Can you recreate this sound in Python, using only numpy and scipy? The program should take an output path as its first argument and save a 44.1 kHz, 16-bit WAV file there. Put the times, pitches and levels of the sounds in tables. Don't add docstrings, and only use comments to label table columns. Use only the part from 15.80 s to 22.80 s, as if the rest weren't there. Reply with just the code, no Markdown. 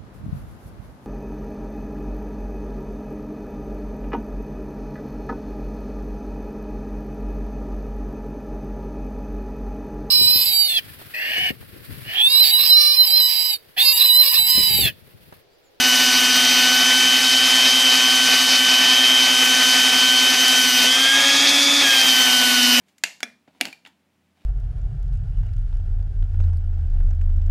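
import sys
import numpy as np
from scipy import signal
from scipy.fft import rfft, irfft
from scipy.io import wavfile

SR = 44100
rng = np.random.default_rng(int(sys.argv[2]) if len(sys.argv) > 2 else 0)


def dump_mix(stems):
    frames = np.atleast_2d(stems).T
    limited = np.clip(frames, -1, 1)
    pcm = np.round(limited * 32767).astype(np.int16)
    wavfile.write(sys.argv[1], SR, pcm)


N = 308700
TIME = np.arange(N) / SR
HZ = np.fft.rfftfreq(N, 1 / SR)
THROB_HZ = 120


def motor(tape_out_s=5.05, tape_in_s=6.0, free_hz=284.3, inertia_s=.275, clear_s=.012, bite_s=.15):
    # time_s, speed_hz
    cutting_speeds = [(0.0, 251.86), (0.42, 251.07), (0.76, 251.0), (1.4, 255.22), (2.0, 255.76),
                      (2.26, 254.4), (2.67, 255.04), (2.92, 254.77), (3.31, 256.05), (3.46, 254.55),
                      (4.1, 254.1), (4.69, 254.7), (4.92, 251.35), (5.05, 249.89), (5.98, 247.08),
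                      (6.18, 245.28), (6.26, 243.26), (6.42, 245.0), (6.73, 245.49), (6.83, 243.91)]
    cutting_hz = curve(cutting_speeds)
    empty_s = np.clip(TIME - tape_out_s, 0, tape_in_s - tape_out_s)
    fed_s = np.maximum(TIME - tape_in_s, 0)
    racing = (1 - np.exp(-empty_s / inertia_s)) * np.exp(-fed_s / inertia_s)
    speed_hz = cutting_hz + racing * (free_hz - cutting_hz)
    load = 1 - (1 - np.exp(-empty_s / clear_s)) * np.exp(-fed_s / bite_s)
    easy_hz, hard_hz = 254.8, 249.5
    strain = np.clip((easy_hz - cutting_hz) / (easy_hz - hard_hz), 0, 1)
    return speed_hz, load, strain


def shaft_tones(speed_hz, turns, load, fan_blades=6):
    # pitch_hz, level_db
    hum_levels = [(245.0, -24.5), (249.0, -31), (256.0, -35.5), (265.0, -31), (273.0, -36), (283.0, -29.4)]
    # pitch_hz, level_db
    fan_levels = [(1473, -30.5), (1484, -23.1), (1506, -27), (1514, -24), (1531, -28), (1536, -32.5),
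                  (1635, -21), (1668, -27), (1688, -35)]
    # multiple, cutting_db, running_free_db
    overtones = [(2, -49.5, -39.5), (3, -39.5, -42), (4, -44, -46), (5, -48.5, -42), (7, -40, -57),
                 (8, -39.5, -31.5), (9, -38.5, -52), (13, -39, -30.5), (14, -37.5, -37), (15, -39, -56),
                 (17, -35, -46), (18, -36.5, -36), (20, -37.5, -40), (21, -37, -42), (22, -47, -38),
                 (23, -39.5, -53), (27, -43.5, -48), (30, -45.5, -57), (31, -44, -57), (33, -58, -52),
                 (34, -46, -56), (38, -61, -60), (43, -45, -53), (50, -55, -62)]
    out = tone(turns, box_level(hum_levels, speed_hz))
    out += tone(fan_blades * turns, box_level(fan_levels, fan_blades * speed_hz) + 0.92 * drift(9.1))
    for multiple, cutting_db, free_db in overtones:
        level_db = free_db + load * (cutting_db - free_db) + 2.0 * drift(9.8)
        depth = .4 * np.tanh(multiple / 8)
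        out += throbbing(multiple * turns, level_db, depth)
    return out


def slot_whine(speed_hz, turns, slots=12):
    # pitch_hz, level_db
    centre_levels = [(2945.0, -23), (2980.0, -30), (2992.0, -28.5), (3010.0, -26), (3018.0, -24.5),
                     (3041.0, -19), (3212.0, -19), (3339.0, -24.5), (3397.0, -27.5)]
    # pitch_hz, level_db
    lower_levels = [(2825.0, -26.5), (2877.0, -28), (2900.0, -23.5), (2918.0, -42), (2938.0, -25),
                    (2987.0, -43.9), (3057.0, -24.5), (3230.0, -20.5), (3277.0, -27.5)]
    # pitch_hz, level_db
    upper_levels = [(3065.0, -24.5), (3130.0, -20), (3138.0, -26), (3154.0, -22), (3170.0, -22.5),
                    (3179.0, -25.5), (3188.0, -22), (3413.0, -31.5), (3517.0, -20.5)]
    # pitch_hz, level_db
    octave_levels = [(5891.0, -41.2), (6007.0, -30), (6027.0, -29.5), (6113.0, -33.5), (6145.0, -37),
                     (6516.0, -42), (6608.0, -29), (6793.0, -34)]
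    # time_s, half_width_s, centre_db, upper_db, octave_db
    wavers = [(.12, 0.14, 2, -5, -1), (.6, .13, -6, 3, 0), (1.2, .13, 1, -1.5, 2), (1.41, .04, -4, -8, 2),
              (2.2, 0.14, -2.5, 1.5, 2.5), (2.6, 0.15, -3, -3, 2), (3.28, .1, 1, 1, -2),
              (3.89, 0.051, -1, -4, 3), (4.55, 0.04, -9, -5, 3), (4.92, .06, -3, 0, 2),
              (6.52, .12, 1, 3, -6)]
    centre_db, upper_db, octave_db = sum(np.outer(dbs, np.exp(-((TIME - time_s) / width_s) ** 2))
                                         for time_s, width_s, *dbs in wavers)
    cycles, pitch_hz, throbs = slots * turns, slots * speed_hz, THROB_HZ * TIME
    lower_db = box_level(lower_levels, pitch_hz - THROB_HZ) + 0.8 * drift(8)
    centre_db += box_level(centre_levels, pitch_hz) + 0.8 * drift(11)
    upper_db += box_level(upper_levels, pitch_hz + THROB_HZ) + 0.8 * drift(5.4)
    octave_db += box_level(octave_levels, 2 * pitch_hz) + 2.5 * drift(29)
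    whine = tone(cycles + 0.087, centre_db)
    whine += tone(cycles - throbs, lower_db) + tone(cycles + throbs, upper_db)
    octave = throbbing(2 * cycles, octave_db, depth=0.23)
    return gain_of(-0.12 + 0.74 * drift(22)) * whine + octave


def cutter(turns, load, strain, buzz_db=-50, strain_db=3, fall_db_per_octave=9):
    # shaft_multiple, easy_cut_db, hard_cut_db
    blade_tones = [(36, -42.5, -41.5), (44, -48, -44), (45, -43, -40), (48, -42, -37.5), (49, -54, -39.5),
                   (57, -50, -51), (58, -47.5, -37)]
    ring = buzz = 0
    for multiple, easy_db, hard_db in blade_tones:
        level_db = easy_db + strain * (hard_db - easy_db) + 2.5 * drift(25)
        ring += throbbing(multiple * turns, level_db, depth=0.24)
    other_multiples = np.setdiff1d(np.arange(24, 60), [row[0] for row in blade_tones])
    for multiple in other_multiples:
        level_db = buzz_db - fall_db_per_octave * np.log2(multiple / other_multiples[0])
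        buzz += tone(multiple * turns + rng.random(), level_db)
    return load * (ring + gain_of(strain_db * strain) * buzz)


def paper(turns, load, box, shreds_db=-32, shreds_per_s=700):
    strokes = 1 + load * 0.55 * (np.cos(4 * np.pi * turns) + 0.74 * np.cos(2 * np.pi * turns))
    scrapes = sum(gain_of(1.5 * drift(19)) * colour(rng.standard_normal(N) * strokes, band(hz, 0.061))
                  for hz in np.geomspace(3600, 6400, num=7))
    rasp = gain_of(-1.33) * rasp_level() * colour(scrapes, box * band(5160, 0.63))
    hits = (rng.random(N) < shreds_per_s / SR) * rng.standard_normal(N)
    return rasp + gain_of(shreds_db) * colour(hits, box * band(6800, 0.42))


def rasp_level(rise_s=0.018, fall_s=0.017):
    # start_s, length_s, relative_db
    chatter = [(0.01, 0.35, -23), (0.525, 0.45, -23), (1.035, .17, -29), (1.42, 0.17, -21.5),
               (1.832, 0.14, -23), (2.08, 0.1, -21), (2.434, 0.23, -26), (2.667, 0.096, -20.5),
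               (2.876, 0.11, -23.5), (3.04, 0.1, -23), (3.853, 0.091, -22.5), (4.5, .2, -25),
               (4.855, 0.25, -27), (5.437, 0.17, -23.5), (5.66, 0.036, -15), (5.778, 0.092, -21),
               (5.95, 0.065, -19), (6.167, 0.042, -22), (6.34, 0.055, -25), (6.7, 0.39, -24.5)]
    power = gain_of(-24 + 1.7 * drift(16)) ** 2
    for start_s, length_s, relative_db in chatter:
        rise = np.clip((TIME - start_s) / rise_s, 0, 1)
        fall = np.exp(-np.maximum(TIME - start_s - length_s, 0) / fall_s)
        power += (gain_of(relative_db) * rise * fall) ** 2
    return np.sqrt(power)


def ticks():
    # start_s, level_db, pitch_hz, decay_s
    snaps = [(4.681, -15, 8400, .003), (5.041, -21, 7000, .004), (5.044, -22, 600, 0.0077),
             (5.69, -18.5, 4600, .003), (6.214, -18, 7000, .003)]
    out = np.zeros(N)
    for start_s, level_db, pitch_hz, decay_s in snaps:
        burst = (TIME >= start_s) * np.exp(-abs(TIME - start_s) / decay_s)
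        out += gain_of(level_db) * burst * noise(band(pitch_hz, 0.6))
    return out


def low_side_tone(turns, load, cutting_db=-43.5, free_db=-38):
    level_db = free_db + load * (cutting_db - free_db) + 3 * drift(6)
    return tone(4 * turns + THROB_HZ * TIME, level_db)


def squeak(pitch_hz=13600, level_db=-48, flicker_db=5):
    flicker = gain_of(flicker_db * drift(12))
    return gain_of(level_db) * evened(flicker * noise(band(pitch_hz, .008)))


def feed_slot(box):
    # time_s, relative_db
    hiss_levels = [(0.0, -27.3), (.3, -28), (1.2, -29), (2.6, -28.2), (3.35, -31.5), (3.9, -26),
                   (4.15, -29), (4.9, -27), (5.4, -27.5), (7.0, -28)]
    treble = box / np.sqrt(1 + (6800 / (HZ + 1)) ** 12)
    return gain_of(curve(hiss_levels) - 1 + 1.16 * drift(30)) * noise(treble)


def vacuum(box, speed_hz=265.3, roar_db=-21, surge_db=1.32):
    # shaft_multiple, level_db
    motor_tones = [(1, -38), (2, -65), (3, -56)]
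    # pitch_hz, level_db
    mains_tones = [(120, -59), (240, -50.5)]
    turns = np.cumsum(speed_hz + 0.029 * drift(9.3)) / SR
    hum = sum(tone(multiple * turns + rng.random(), db) for multiple, db in motor_tones)
    hum += sum(tone(hz * TIME + rng.random(), db) for hz, db in mains_tones)
    muffled = box * (1 - 0.73 * band(4400, 0.24)) / np.sqrt(1 + (HZ / 6000) ** 6)
    return hum + gain_of(roar_db + surge_db * drift(20)) * noise(muffled)


def box_colour():
    # pitch_hz, relative_db
    air = [(30, -48), (70, -25.5), (110, -23), (200, -14), (400, -10), (750, -8), (1300, -12), (2300, -0.5),
           (3300, -4.5), (5600, -1.1), (7500, -9), (12500, -15.5), (14900, -31)]
    # pitch_hz, width_hz, lift_db
    peaks = [(190, 10, 6), (712, 42, 7.5), (870, 59, 5.5), (1026, 42, 6.5), (1244, 136, 8.5),
             (1450, 220, 5.5), (1784, 39, 13), (1956, 41, 6), (2547, 140, 8), (3230, 84, 6),
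             (3580, 82, 3.5), (3780, 410, 8.5), (4430, 110, 7), (4683, 300, 6), (5040, 105, 8),
             (6230, 240, 2.5)]
    air_hz, air_db = np.transpose(air)
    slope_db = np.interp(np.log(HZ + 1), np.log(air_hz), air_db)
    peaks_db = sum(db / (1 + (2 * (HZ - hz) / width_hz) ** 2) for hz, width_hz, db in peaks)
    return gain_of(slope_db + peaks_db)


def box_level(levels, pitch_hz):
    return np.interp(pitch_hz, *np.transpose(levels))


def room(x, fade_s=0.25, echo_db=-18):
    tail = rng.standard_normal(SR // 2) * gain_of(-60 * TIME[:SR // 2] / fade_s)
    return gain_of(echo_db) * signal.fftconvolve(x, tail / np.linalg.norm(tail))[:N]


def tone(cycles, level_db):
    return np.sqrt(2) * gain_of(level_db) * np.sin(2 * np.pi * cycles)


def throbbing(cycles, level_db, depth):
    swell = 1 + depth * np.cos(2 * np.pi * (THROB_HZ * TIME + rng.random()))
    return evened(swell) * tone(cycles + rng.random(), level_db)


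def gain_of(db):
    return 10 ** (np.asarray(db) / 20)


def evened(x):
    return x / np.sqrt(np.mean(x ** 2) + 1e-20)


def curve(rows):
    return np.interp(TIME, *np.transpose(rows))


def colour(x, gain):
    return evened(irfft(rfft(x) * gain, N))


def noise(gain):
    return colour(rng.standard_normal(N), gain)


def drift(rate_hz):
    return noise(np.exp(-(HZ / rate_hz) ** 2))


def band(centre_hz, octaves):
    return np.exp(-.5 * (np.log2((HZ + 1) / centre_hz) / octaves) ** 2)


def scene():
    speed_hz, load, strain = motor()
    speed_hz += 0.072 * drift(22)
    turns = np.cumsum(speed_hz) / SR
    box = box_colour()
    bright = slot_whine(speed_hz, turns) + cutter(turns, load, strain) + paper(turns, load, box)
    bright += feed_slot(box) + squeak() + ticks()
    mono = bright + room(bright)
    mono += shaft_tones(speed_hz, turns, load) + low_side_tone(turns, load) + vacuum(box)
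    return np.array([mono, mono])


def record(dry, cutoff_hz=15550):
    low_pass = signal.firwin(511, cutoff_hz, window=("kaiser", 9), fs=SR)
    return signal.oaconvolve(dry, low_pass[None], "same")


dry = scene()
out = record(dry)
dump_mix(out)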